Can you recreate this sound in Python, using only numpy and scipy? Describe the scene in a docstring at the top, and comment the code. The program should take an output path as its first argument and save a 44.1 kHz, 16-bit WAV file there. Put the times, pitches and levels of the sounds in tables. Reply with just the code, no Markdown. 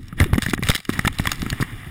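"""A parachutist's hard landing, heard from a camera worn on the body. Wind buffets the microphone.
From touchdown at 0.2 s, each jolt thumps the camera, and gear and clods knock on its plastic housing;
the hardest blows overload it. The body ploughs through sand, which scrapes and patters on the housing.
After 1 s buckles clink, and from 1.4 s grass hisses past as the body tumbles onto it."""
import sys
import numpy as np
from scipy import signal
from scipy.fft import rfft, irfft
from scipy.io import wavfile

SR = 44100
rng = np.random.default_rng(int(sys.argv[2]) if len(sys.argv) > 2 else 0)


def transcribe(signal):
    """Save signal, clipped to [-1, 1], as a 16-bit WAV file at the path in sys.argv[1]."""
    frames = np.atleast_2d(signal).T
    limited = np.clip(frames, -1, 1)
    pcm = np.round(limited * 32767).astype(np.int16)
    wavfile.write(sys.argv[1], SR, pcm)


N = 83790
CONTACT_EDGE_S = 0.0001  # onset of knocks and clinks


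def undb(db):
    """Decibels to gain."""
    return 10 ** (np.asarray(db) / 20)


def unit(x):
    """Scale to rms 1."""
    return x / np.sqrt(np.mean(x ** 2) + 1e-18)


def curve(points):
    """Gain over time from (s, dB) points."""
    s, db = np.array(points).T
    return undb(np.interp(np.arange(N) / SR, s, db))


def wander(per_s):
    """Ramps between random values, `per_s` a second."""
    steps = rng.standard_normal(4000)
    return 0.67 * np.interp(np.arange(N) / SR * per_s, np.arange(len(steps)), steps)


def cut(x, hz, kind, order=2):
    """Butterworth low-, high- or band-pass."""
    return signal.sosfilt(signal.butter(order, hz, kind, fs=SR, output="sos"), x)


def band(x, hz, width_hz, order=2):
    """Band-pass centred on `hz`."""
    return cut(x, [hz - width_hz / 2, hz + width_hz / 2], "bandpass", order)


def tint(x, points):
    """Shape the spectrum by (Hz, dB) points."""
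    hz, db = np.array(points).T
    bins_hz = np.fft.rfftfreq(len(x), 1 / SR)
    gain = undb(np.interp(np.log(bins_hz + 1), np.log(hz), db))
    return irfft(rfft(x) * gain, len(x))


def add(out, start_s, sound):
    """Mix a sound in at its time."""
    i = max(int(start_s * SR), 0)
    out[i:i + len(sound)] += sound[:N - i]


def rise_decay(t, rise_s, t60_s):
    """Envelope of a blow: fast rise, exponential decay."""
    return (1 - np.exp(-t / rise_s)) * np.exp(-np.log(1000) * t / t60_s)


def grains(per_s, scatter_db):
    """Tiny impacts of random sign and size at random times."""
    hits = (rng.random(N) < per_s / SR) * np.sign(rng.standard_normal(N))
    return hits * undb(scatter_db * np.minimum(rng.exponential(size=N), 3.5))


def housing(size=1024):
    """Impulse response of the plastic housing: broad resonances, deep valleys between."""
    # Each row: resonance in Hz, width in Hz, level in dB.
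    modes = [(323, 300, -2), (787, 280, -3), (1214, 300, 3), (1882, 444, 6), (2343, 195, 0.5),
             (2865, 340, -0.5), (3660, 596, 1.5), (4680, 530, -5.5), (5253, 530, -4.5), (6900, 830, -7.5),
             (8470, 950, -6), (10040, 714, -6), (14000, 600, -6.5), (15600, 600, -14)]
    leak_db, dip_db = -21, -12
    f = np.fft.rfftfreq(size, 1 / SR)

    def bell(hz, width_hz):
        return .5 ** ((2 * (f - hz) / width_hz) ** 2)

    power = undb(leak_db) ** 2 + sum(undb(db) ** 2 * bell(hz, width_hz) for hz, width_hz, db in modes)
    power *= undb(dip_db * bell(hz=12200, width_hz=1460)) ** 2
    cepstrum = irfft(np.log(power))[:size // 2]  # causal half: minimum phase
    cepstrum[0] /= 2
    return irfft(np.exp(rfft(cepstrum, size)))


def wind():
    """Low, fluttering buffets on the microphone swell as the body is flung about."""
    # Buffet strength. Each row: time in seconds, level in dB.
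    levels = [(0, -34), (.09, -40), (.16, -37), (.24, -23), (.30, -26.5), (.36, -18), (.41, -34.5),
              (.49, -31), (.565, -33), (.61, -35.5), (.66, -24), (.72, -28), (.77, -44), (.83, -60),
              (.87, -44.5), (.92, -25), (.98, -25.5), (1.03, -33.5), (1.08, -29), (1.15, -38),
              (1.21, -28.5), (1.30, -26.5), (1.36, -37.5), (1.43, -23), (1.5, -32.5), (1.63, -33.5),
              (1.69, -33), (1.78, -37.5), (1.9, -33.5)]
    # Wind spectrum. Each row: frequency in Hz, relative density in dB.
    spectrum = [(10, 4.5), (28, 4), (55, -2.5), (110, 3), (180, -8), (280, -8.5), (420, -23.5),
                (650, -41.5), (1200, -83), (3000, -87)]
    flutter_db = 4
    air = tint(rng.standard_normal(N), spectrum)
    return unit(air * undb(flutter_db * wander(per_s=23))) * curve(levels)


def grass(housing_ir):
    """Grass brushes past in a smooth hiss as the slide runs out."""
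    # Each row: time in seconds, hiss level in dB.
    levels = [(1.4, -75), (1.6, -53.5), (1.9, -61.5)]
    hiss = signal.fftconvolve(rng.standard_normal(N), housing_ir)[:N]
    return unit(cut(hiss, hz=5900, kind="highpass")) * curve(levels)


def scrape(housing_ir):
    """Cloth, sand and grass rub in uneven jerks: dense grains through the housing."""
    # Each row: time in seconds, rubbing level in dB.
    levels = [(0, -61), (.11, -52), (.165, -57.5), (.19, -32.5), (.24, -38), (.30, -45.5), (.345, -51),
              (.405, -46), (.43, -42), (.51, -47), (.565, -51), (.61, -51), (.66, -35.5), (.715, -44),
              (.77, -52), (.82, -60), (.87, -59), (.905, -47.5), (.95, -33.5), (1.03, -44.5), (1.06, -35.5),
              (1.10, -45.5), (1.17, -43.5), (1.25, -39.5), (1.33, -36.5), (1.38, -44), (1.46, -42),
              (1.56, -40), (1.625, -38.5), (1.67, -40.5), (1.9, -45.5)]
    # Rubbing spectrum without the housing. 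Each row: frequency in Hz, gain in dB.
    spectrum = [(250, -1), (600, 2), (1300, 2), (2600, 3), (3500, 0), (4400, -30), (7000, -26), (9500, -1),
                (14500, -2)]
    judder_db = 2.5
    rub = grains(per_s=14000, scatter_db=2.5) * undb(judder_db * wander(per_s=150))
    housed = signal.fftconvolve(rub, housing_ir)[:N]
    return unit(tint(housed, spectrum)) * curve(levels)


def sand(housing_ir):
    """Thrown sand patters on the housing: thin spray is smoother, heavy spray clumps."""
    # Each row: time in seconds, spray level in dB.
    levels = [(0, -54), (.16, -66), (.2, -35), (.27, -49.5), (.31, -55), (.35, -58), (.405, -49.5),
              (.435, -32.5), (.47, -38.5), (.505, -37), (.565, -61), (.615, -51.5), (.65, -36), (.71, -29),
              (.77, -43), (.82, -52), (.87, -53), (.93, -37), (.98, -41), (1.03, -48), (1.11, -49.5),
              (1.2, -44), (1.3, -36.5), (1.38, -45.5), (1.48, -40), (1.56, -51), (1.62, -45), (1.68, -55)]
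    flow = curve(levels)
    clump_db = 9 * (flow / flow.max()) ** 0.081
    spray = grains(per_s=6500, scatter_db=3.5) * undb(clump_db * wander(per_s=390))
    patter = signal.fftconvolve(spray, housing_ir)[:N]
    return unit(cut(patter, hz=1340, kind="highpass")) * flow


def clinks():
    """Harness buckles and links ring briefly, each at its own pitches."""
    # Each row: start in seconds, level in dB, three pitches in Hz.
    buckles = [(1.076, -15.5, 824, 2000, 3650), (1.272, -13, 1016, 1183, 3380),
               (1.318, -19, 2800, 5400, 6560), (1.503, -28, 2680, 4360, 6760),
               (1.625, -24, 1230, 1740, 2270)]
    out, t = np.zeros(N), np.arange(SR // 16) / SR
    envelope = rise_decay(t, CONTACT_EDGE_S, t60_s=0.021)
    for start_s, db, *pitches_hz in buckles:
        tones = sum(np.sin(2 * np.pi * (hz * t + rng.random())) for hz in pitches_hz)
        add(out, start_s, undb(db) * tones * envelope)
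    return out


def thumps():
    """Each jolt swings the camera on its mount, sinking in pitch; padding crumples, the case buzzes."""
    # Each row: start in seconds, relative peak in dB, initial pitch in Hz, t60 in seconds.
    jolts = [(.127, -22, 171, 0.029), (0.202, -8, 237, 0.013), (0.2087, -3.5, 104.3, 0.043),
             (0.2213, -6.5, 87.5, 0.026), (0.231, -4.5, 103, 0.0095), (0.258, -26, 400, 0.087),
             (0.284, -27, 95, 0.12), (0.3306, -3, 111.5, 0.047), (0.3578, -10, 178, 0.019),
             (0.3803, -7.5, 251, 0.027), (.429, -20, 98, 0.048), (0.464, -17, 140, 0.034),
             (0.485, -19, 216, 0.051), (.5352, -6.5, 277, 0.011), (0.5917, -16.5, 208, 0.024),
             (0.625, -13, 131, 0.023), (0.64, -18, 99, 0.068), (0.696, 5.5, 141, 0.0073),
             (0.7538, -19, 220, 0.0047), (.789, -35, 194, 0.044), (0.893, -8, 268, 0.012),
             (.991, -13.5, 161, 0.019), (1.049, -6, 99, 0.0092), (1.068, -11, 183, 0.022),
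             (1.198, -6, 137, 0.012), (1.273, -15.5, 171, 0.014), (1.404, -22, 74.5, 0.069),
             (1.428, -14.5, 176, 0.021), (1.4633, -20.5, 256, 0.025), (1.527, -16.5, 134, 0.041),
             (1.602, -12, 200, 0.0062), (1.6083, -14.5, 129, 0.043), (1.625, -12, 191, 0.013),
             (1.865, -30.5, 170, 0.13)]
    # Case buzz. Each row: frequency in Hz, relative level in dB.
    case_modes = [(10100, 1), (12000, -1), (14100, 0)]
    # The padded mount keeps the swing low. Each row: frequency in Hz, gain in dB.
    mount_response = [(400, 0), (700, -14.5)]
    gain_db, rustle_db, buzz_db, sag_per_s = 2, -18.5, -29, 15.3
    swing, force, t = np.zeros(N), np.zeros(N), np.arange(SR // 8) / SR
    for start_s, db, hz, t60_s in jolts:
        envelope = rise_decay(t, rise_s=0.0013, t60_s=t60_s)
        envelope = undb(db + gain_db) * envelope / envelope.max()
        pitch_hz = hz / (1 + sag_per_s * t)
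        add(swing, start_s, envelope * np.sin(2 * np.pi * np.cumsum(pitch_hz) / SR))
        add(force, start_s, envelope)
    padding = cut(rng.standard_normal(N), hz=390, kind="lowpass")
    case = sum(undb(db) * band(rng.standard_normal(N), hz, width_hz=700) for hz, db in case_modes)
    rustle = undb(rustle_db) * unit(padding) * force
    buzz = undb(buzz_db) * unit(case) * force ** 0.89
    return tint(swing, mount_response) + rustle + buzz


def knocks(housing_ir):
    """Gear and clods strike and rattle; the chatter rings both the piece and the housing."""
    # Each row: start in seconds, contact in seconds, pitch of the piece in Hz,
    # then relative levels in dB of four registers: hollow ring, main ring, crack, sizzle.
    strikes = [(0.0824, 0.0015, 5540, -53, -51, -40, -45.5), (0.1254, 0.0036, 1320, -38, -37, -63, -60),
               (0.2008, 0.00279, 1940, -17.5, -8, -23, -22.5),
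               (0.209, 0.0031, 1260, -21.5, -35, -41.5, -41), (0.217, 0.00054, 1770, -30, -12.5, -25, -35),
               (0.225, 0.0059, 1900, -28, -26.5, -41.0, -49),
               (0.241, 0.0015, 3560, -25.5, -21, -23.5, -26.5),
               (0.3315, 0.0041, 1020, -23, -18.5, -49, -44), (0.3426, 0.0022, 2130, -33, -22, -33.5, -37),
               (0.351, 0.0073, 1840, -37, -29, -44, -47), (0.3798, 0.0043, 3585, -25, -22, -30, -35.5),
               (0.387, 0.0021, 2040, -31, -23, -46, -35), (0.4212, 0.0023, 4460, -30.5, -18, -20, -24.5),
               (0.4294, 0.0013, 3700, -49, -34, -21.5, -27), (0.4356, 0.0017, 4830, -50, -32, -33, -40),
               (0.4626, 0.0018, 1790, -24.5, -13.5, -35, -28.5), (0.484, 0.002, 2260, -39, -25, -34, -45),
               (0.4965, 0.0033, 4040, -57, -31, -26.5, -32), (0.505, 0.0074, 2100, -61, -30, -32.5, -40),
               (0.534, 0.00088, 2200, -15, -17.5, -21, -23),
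               (0.5365, 0.0029, 1910, -25, -15.0, -29.5, -27.5),
               (0.5443, 0.0048, 3830, -44, -40, -32.5, -35), (0.578, 0.00056, 1740, -24, -18, -49, -36.5),
               (0.626, 0.001, 1980, -21.5, -16.5, -47, -33), (0.6345, 0.0016, 2140, -46, -18, -21.5, -27.0),
               (0.67, 0.0012, 2630, -27, -20, -26, -34), (0.687, 0.0035, 3740, -31.5, -16, -17.0, -21),
               (0.6957, 0.0012, 3540, -29, -19, -9.5, -28), (0.6997, 0.0033, 3460, -32, -18.5, -13.5, -19),
               (0.702, 0.0024, 3850, -18, -16.5, -15.5, -23), (0.7143, 0.0015, 2000, -31, -15.5, -29, -32),
               (0.716, 0.0027, 1950, -37.0, -28, -37, -43), (0.736, 0.0023, 1800, -32, -31, -29, -46),
               (0.7488, 0.0011, 2530, -37, -15.5, -17, -22.5), (0.753, 0.0015, 3300, -35, -20.5, -15, -21),
               (0.759, 0.0059, 2120, -41, -22, -26, -30.5), (0.777, 0.0055, 2100, -44, -37, -34, -44),
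               (0.802, 0.0014, 2180, -41, -30.5, -33, -39.5), (0.851, 0.0013, 2900, -47, -29.5, -30.5, -36),
               (0.892, 0.0026, 1140, -23, -19.5, -38, -31.5),
               (0.897, 0.0076, 2740, -36.5, -32, -31.5, -37.5),
               (0.936, 0.0039, 1940, -38.0, -29, -42.0, -41.0),
               (0.9913, 0.0027, 1930, -14, -9.5, -24, -23.5), (1.01, 0.0011, 5050, -55, -32, -40, -42),
               (1.0494, 0.0017, 1390, -17.5, -17, -39, -34), (1.0551, 0.0027, 1760, -32, -17, -44, -30.5),
               (1.059, 0.0014, 5240, -39.0, -34.0, -26, -32), (1.0743, 0.0054, 1990, -18, -14, -22.5, -24),
               (1.128, 0.00084, 3410, -37, -38, -32, -37), (1.1856, 0.0018, 4040, -34, -27, -20.5, -27.5),
               (1.1949, 0.0038, 1870, -24.5, -20.5, -48, -36),
               (1.2547, 0.0019, 2000, -20.5, -16.5, -42, -32),
               (1.271, 0.0015, 1810, -15.5, -8.5, -19.5, -20), (1.2916, 0.0019, 2280, -49, -23.5, -43, -42),
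               (1.3167, 0.0025, 4900, -22.5, -19.5, -17.5, -22.5),
               (1.3303, 0.0012, 1290, -46, -29, -32, -34), (1.419, 0.00083, 4470, -28, -22, -21.5, -29),
               (1.463, 0.0014, 1330, -27, -23, -43, -37), (1.5014, 0.0013, 4350, -34, -24.5, -19, -26),
               (1.5273, 0.0028, 1670, -28.5, -20, -38, -34.5), (1.6005, 0.0023, 1290, -26, -33, -49, -49),
               (1.608, 0.013, 4800, -36.5, -34, -32.5, -36.5), (1.6236, 0.0049, 1695, -25, -20, -39, -35.5)]
    # The five edges of those registers in Hz.
    edges_hz = [480, 1400, 2800, 6000, 16500]
    gain_db, scatter_db, piece_db = 0.5, 1.5, 6.5
    onset_db, onset_s, lead_s = -22, 0.0027, 0.008  # faint noise swell softens each attack
    rattle_db, rattle_s = -11.5, 0.0034  # loose parts settle after contact
    out, t = np.zeros(N), np.arange(2048) / SR - lead_s
    registers = [cut(housing_ir, pair, "bandpass", order=3) for pair in zip(edges_hz, edges_hz[1:])]
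    for start_s, contact_s, hz, *levels_db in strikes:
        push, size = rng.standard_normal((2, len(t)))
        touched, released = (.5 + .5 * np.tanh((t - at) / CONTACT_EDGE_S) for at in (0, contact_s))
        soft_onset = undb(onset_db) * np.exp(-abs(t) / onset_s) * (1 - touched)
        rattle = undb(rattle_db) * np.exp(-abs(t - contact_s) / rattle_s) * released
        chatter = push * undb(scatter_db * size) * (soft_onset + touched - released + rattle)
        chatter += undb(piece_db) * band(chatter, hz, width_hz=256, order=1)
        contact_gain = np.sqrt(contact_s * SR / len(t))  # energy grows with contact time
        for register, db in zip(registers, levels_db):
            ring = unit(signal.fftconvolve(chatter, register)[:len(t)])
            add(out, start_s - lead_s, ring * undb(db + gain_db) * contact_gain)
    return out


def scene():
    """Blows, ground noise and wind sum at one microphone."""
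    housing_ir = housing()
    blows = knocks(housing_ir) + clinks() + thumps()
    ground = scrape(housing_ir) + sand(housing_ir) + grass(housing_ir)
    return (blows + ground + wind())[None]


def record(dry):
    """The lowest rumble is removed, the microphone clips on the hardest blows, and the top is cut."""
    clip_level, top_hz = 0.44, 15900
    highpassed = cut(dry, hz=14.6, kind="highpass", order=1)
    clipped = np.clip(highpassed, -clip_level, clip_level)
    return signal.sosfiltfilt(signal.butter(12, top_hz, fs=SR, output="sos"), clipped)


dry = scene()
out = record(dry)
transcribe(out)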